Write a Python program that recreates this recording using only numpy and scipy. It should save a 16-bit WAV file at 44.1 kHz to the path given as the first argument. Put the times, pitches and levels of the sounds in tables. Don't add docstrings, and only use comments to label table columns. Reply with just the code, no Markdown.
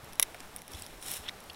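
import sys
import numpy as np
from scipy import signal
from scipy.fft import rfft, irfft
from scipy.io import wavfile
from scipy.ndimage import uniform_filter1d

SR = 44100
rng = np.random.default_rng(int(sys.argv[2]) if len(sys.argv) > 2 else 0)


def makeup_ratio(level_db):
    decades = np.asarray(level_db, float) / 20
    return 10 ** decades


def unload_audio(sound):
    columns = np.transpose(np.atleast_2d(sound))
    steps = np.round(np.clip(columns, -1, 1) * 32767)
    wavfile.write(sys.argv[1], SR, steps.astype(np.int16))


N = 68355

# pitch_hz, density_db (per Hz)
AIR_COLOUR = [(12, 5), (20, -2), (523, -6.5), (601, -6), (772, -5.5), (1780, -12), (3290, -17.5),
              (3580, -18), (15700, -29.5)]
# centre_s, peak_db, pitch_hz, length_s
WIND_BUMPS = [
    (0.038, -43.5, 112, 0.0085),
    (0.091, -53.5, 45, 0.019),
    (0.754, -38.5, 75, 0.012),
    (0.814, -52, 88, 0.038),
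    (0.961, -48.5, 38, 0.046),
    (1.205, -49, 69.5, 0.015),
    (1.501, -51, 81, 0.027),
]
# time_s, effort_db, dullness_db
RUSTLE_EFFORT = [(0, -63, 5), (.4, -59, 3.5), (.58, -62, -1), (.7, -61, 10.5), (.72, -52, 1.5),
                 (.79, -51, 3), (.88, -56, 6), (.94, -57.5, 5), (1.01, -60.5, -6), (1.032, -48, -16),
                 (1.055, -47, 4), (1.076, -40.5, -2.5), (1.169, -40.5, 0.5), (1.185, -49, 0),
                 (1.22, -53, 4), (1.27, -56, 9), (1.31, -63, 0), (1.55, -58, 4)]
# pitch_hz, density_db (per Hz)
NEEDLE_COLOUR = [(800, -7), (2200, -2), (4000, 1.5), (4700, -14), (5500, 1), (7000, 1.5), (10200, 3),
                 (16000, -7.5)]
# centre_s, level_db, pitch_hz, length_s
BARK_SCRAPES = [(1.284, -40, 2800, .005), (1.2925, -36.5, 3550, .004), (1.256, -50, 3000, .004),
                (1.288, -47, 5400, .007), (1.288, -54, 8500, .007), (1.289, -43, 2000, .008),
                (1.27, -51, 3300, .01), (1.264, -46, 3000, .003), (1.245, -53, 3200, .012),
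                (.788, -53, 3600, .008), (.75, -48, 3300, .005)]
# start_s, end_s, from_hz, to_hz, level_db, late_swell (exponent)
BARK_SQUEAKS = [
    (.829, .856, 2900, 5600, -52, 1),
    (1.2835, 1.2894, 2800, 3800, -25, 4),
]
# pitch_hz, density_db (per Hz)
KNOCK_COLOUR = [(250, -22), (420, -3), (700, 0), (1200, -5), (2500, -7), (3300, -18), (6000, -35)]
# start_s, peak_db, pitch_hz, width_hz
WOODY_TAPS = [(1.4984, -34, 2820, 130), (1.4986, -36, 4400, 140), (1.5026, -33, 3320, 200),
              (1.5028, -44, 10600, 500), (1.546, -38, 4000, 500), (.3454, -31, 2500, 500),
              (.3456, -36, 1600, 400), (.3815, -41, 2600, 900), (.0555, -43, 2500, 900),
              (.1976, -23, 1120, 200), (.1977, -29, 660, 180), (.1976, -30, 1550, 300),
              (.2012, -31, 1500, 500), (.2284, -32, 1090, 250), (.2282, -38, 600, 250),
              (.1975, -36, 860, 250), (1.4985, -42, 1900, 600), (1.4987, -42, 5500, 600),
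              (1.5028, -41, 4000, 500), (.2283, -31, 1500, 500)]
# start_s, peak_db, bright_ring_hz, wood_share_db
SMALL_TICKS = [(0.0314, -48, 11800, -9), (0.0446, -38.5, 10800, -1), (0.057, -46, 11400, -6),
               (0.0874, -46, 10500, -8), (0.1246, -38.5, 10500, 0), (0.1316, -36, 10400, 1),
               (0.1355, -43, 9180, -1), (0.155, -38.5, 10300, 4), (0.3453, -39, 9700, -7),
               (0.4033, -29.5, 7860, 3), (0.5833, -40, 11100, 10), (0.589, -38.5, 8810, 12),
               (0.5914, -46, 9530, -7), (0.6795, -31, 9800, -4), (0.7172, -38, 10600, 6),
               (0.732, -38, 11500, 0), (0.7478, -33.5, 9900, 17), (0.758, -44, 9200, 5),
               (0.796, -38, 9500, -11), (0.8211, -29, 8600, -4), (0.8638, -28.5, 10200, 7),
               (1.015, -38, 9200, -16), (1.0256, -27, 9540, -1.5), (1.062, -28, 9400, -16),
               (1.0828, -31, 9500, -10), (1.1333, -42, 11300, 3), (1.1663, -30, 9700, -14),
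               (1.4031, -38.5, 10700, -2), (1.439, -39, 11200, 0), (1.5316, -39, 11500, 4),
               (.7195, -42, 10800, -2), (.7345, -32, 8950, 15), (.7498, -41, 9500, 9), (.754, -41, 7960, 2),
               (.852, -45, 10500, -2), (.87, -45, 12000, 5), (1.0355, -35, 8800, 10),
               (1.1365, -25, 11000, -3), (1.146, -41, 11500, -7), (1.097, -43, 12700, -6)]
# pitch_hz, width_hz, level_db
BARK_RINGS = [(2200, 600, -10), (3600, 900, -7), (5600, 600, -1)]
# start_s, peak_db, bright_ring_hz, wood_share_db
SNAP_FIBRES = [(.1973, -2.5, 10400, -2), (.1977, -10, 10300, -14), (.1991, -17, 13000, -3),
               (.2017, -27, 10500, 6), (.2022, -24, 10700, -6), (.2065, -33, 10500, -6),
               (.2160, -24, 10300, -6), (.2222, -33, 9500, 4), (.2248, -24, 9600, -8),
               (.2262, -9, 10000, -9), (.2281, -3.5, 10200, -3), (.2291, -14, 8500, 2),
               (.2298, -20, 11500, 4), (.2308, -25, 9000, -4), (.2330, -24, 11000, 0),
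               (.5631, -21.5, 9600, -12), (.5711, -32, 11000, -6), (.6191, -29, 10300, 0),
               (1.1139, -23, 9500, -10), (1.1165, -16, 11000, -9), (.1986, -21, 13800, 10),
               (.2008, -28, 9000, 12), (.2040, -32, 11000, 8), (.2289, -19, 9000, 14),
               (.2319, -27, 8000, 8), (.2345, -30, 8000, 8), (.2372, -36, 10800, 6),
               (.2450, -40, 10000, -6)]
# pitch_hz, width_hz, level_db
WOOD_RINGS = [(2050, 440, 0.5), (3860, 820, 2), (5675, 650, 1), (7200, 900, -4)]
# pitch_hz, side_below_mid_db
CHANNEL_DIFFERENCE = [(60, -62), (180, -32), (550, -34), (1650, -38), (4970, -34), (15000, -42)]


def evened(x):
    return x / np.sqrt(np.mean(x ** 2) + 1e-20)


def add(mix, start_s, sound):
    part = mix[round(start_s * SR):][:len(sound)]
    part += sound[:len(part)]


def resonate(x, hz, width_hz):
    r = np.exp(-np.pi * width_hz / SR)
    w = 2 * np.pi * min(hz, 17000) / SR
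    return signal.lfilter([0, np.sin(w)], [1, -2 * r * np.cos(w), r * r], x)


def coloured(x, colour):
    hz, db = np.transpose(colour)
    bins_hz = np.fft.rfftfreq(len(x), 1 / SR)
    gain_db = np.interp(np.log(bins_hz + 1), np.log(hz + 1), db)
    return irfft(rfft(x) * makeup_ratio(gain_db), len(x))


def high_pass(x, hz, order):
    return signal.sosfilt(signal.butter(order, hz, "high", fs=SR, output="sos"), x)


def band_limit(x, edge_hz, size):
    return signal.oaconvolve(x, signal.firwin(size, edge_hz, window=("kaiser", 8), fs=SR), "same")


def outdoors():
    swell = makeup_ratio(1.38 * evened(uniform_filter1d(rng.standard_normal(N), size=3000)))
    return makeup_ratio(-51) * evened(coloured(rng.standard_normal(N), AIR_COLOUR)) * swell


def wind_bumps():
    out, t = np.zeros(N), np.arange(N) / SR
    for centre_s, db, hz, length_s in WIND_BUMPS:
        swing = np.cos(2 * np.pi * hz * (t - centre_s))
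        out += makeup_ratio(db) * np.exp(-((t - centre_s) / length_s) ** 2) * swing
    return out


def rustle():
    t = np.arange(N) / SR
    time_s, effort_db, dull_db = np.transpose(RUSTLE_EFFORT)
    grains_per_s, spread_db = 9000, 2.8
    size = makeup_ratio(spread_db * np.minimum(rng.exponential(1, N), 4))
    grains = size * (rng.random(N) < grains_per_s / SR) * rng.choice([-1., 1.], N)
    clumps = makeup_ratio(1.5 * evened(uniform_filter1d(rng.standard_normal(N), size=180)))
    needles = evened(coloured((grains + 0.52 * rng.standard_normal(N)) * clumps, NEEDLE_COLOUR))
    needles += makeup_ratio(-10) * evened(resonate(needles, 5550, 600))
    dull = signal.sosfilt(signal.butter(2, 4500, fs=SR, output="sos"), needles)
    bright = needles - dull
    return makeup_ratio(np.interp(t, time_s, effort_db)) * (bright + makeup_ratio(np.interp(t, time_s, dull_db)) * dull)


def scrapes():
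    out, t = np.zeros(N), np.arange(N) / SR
    for centre_s, db, hz, length_s in BARK_SCRAPES:
        slip = rng.standard_normal(N) ** 3
        tone = resonate(resonate(slip, hz, 800), hz, 1300)
        below = resonate(resonate(slip, .63 * hz, 700), .63 * hz, 900) / 5
        above = .5 * resonate(slip, 1.6 * hz, 1200) + .15 * resonate(slip, 2.1 * hz, 2000)
        around = below + np.diff(above, prepend=0)
        swell = np.exp(-abs((t - centre_s) / length_s) ** 3)
        out += makeup_ratio(db) * (evened(tone) + .6 * evened(around)) * swell
    return out


def squeaks():
    out, t = np.zeros(N), np.arange(N) / SR
    for start_s, end_s, from_hz, to_hz, db, late in BARK_SQUEAKS:
        u = np.clip((t - start_s) / (end_s - start_s), 0, 1)
        swell = abs(np.sin(np.pi * u ** late)) ** .7
        turns = np.cumsum(from_hz + (to_hz - from_hz) * u) / SR
        out += makeup_ratio(db) * swell * np.sin(2 * np.pi * turns)
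    return out


def knock():
    out, t = np.zeros(N), np.arange(4000) / SR
    start_s, level_db, t60_s = .3455, -41, .055
    burst = evened(coloured(rng.standard_normal(len(t)), KNOCK_COLOUR))
    add(out, start_s, makeup_ratio(level_db - 60 * t / t60_s) * burst)
    return out


def taps():
    out, click = np.zeros(N), np.eye(1, 1200)[0]
    for start_s, db, hz, width_hz in WOODY_TAPS:
        add(out, start_s, makeup_ratio(db) * resonate(click, hz, width_hz))
    return out


def specks():
    out, specks_per_s, level_db = np.zeros(N), 41, -50
    for ring_hz in (8500, 10300, 11800):
        hits = rng.random(N) < specks_per_s / 3 / SR
        flicks = hits * makeup_ratio(level_db + 3 * rng.standard_normal(N))
        out += resonate(flicks, ring_hz, 1100)
    return out


def crack(db, ring_hz, wood_db, chance, body, smear_s, air_db):
    t = np.arange(len(chance)) / SR
    echo_db, echo_t60_s = -28, .022
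    scatter = makeup_ratio(echo_db - 60 * t / echo_t60_s) * (t > .0005)
    tick = chance * (np.exp(-t / smear_s) + scatter)
    tick[[0, 2]] = -.4, 1
    wood = np.zeros(len(t))
    for k, (hz, width_hz, level_db) in enumerate(body):
        sign = (-1) ** ((k + 1) // 2)
        wood += sign * makeup_ratio(level_db) * resonate(tick, hz, width_hz)
    bright = resonate(tick, ring_hz, 900) - makeup_ratio(air_db) * resonate(tick, 15200, 2000)
    sound = makeup_ratio(wood_db) * .5 * wood - bright
    return makeup_ratio(db) * sound / abs(sound).max()


def cracks(rows, lag_s, body, smear_s, air_db):
    out = np.zeros(N)
    chances = rng.standard_normal((len(rows), 900)) ** 3 / 4
    for (start_s, *row), chance in zip(rows, chances):
        add(out, start_s + lag_s, crack(*row, chance, body, smear_s, air_db))
    return out


def ticks():
    return cracks(SMALL_TICKS, .00046, BARK_RINGS, smear_s=.0012, air_db=-11)


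def snaps():
    return cracks(SNAP_FIBRES, -.0001, WOOD_RINGS, smear_s=2e-5, air_db=-6)


def scene():
    bass_cut_hz = 450
    snapping = makeup_ratio(-1) * high_pass(snaps(), bass_cut_hz, order=2)
    small = high_pass(ticks() + taps() + specks(), bass_cut_hz, order=2)
    slips = high_pass(scrapes() + squeaks(), 1500, order=4)
    steady = small + rustle() + slips + knock() + outdoors() + wind_bumps()
    mid = band_limit(snapping, 16550, size=101) + band_limit(steady, 15850, size=601)
    side = coloured(np.roll(mid, 40), CHANNEL_DIFFERENCE)
    return np.array([mid + side, mid - side])


def top_cut(x):
    return signal.sosfilt(signal.butter(12, 17490, fs=SR, output="sos"), x)


def record(dry):
    return top_cut(dry)


dry = scene()
out = record(dry)
unload_audio(out)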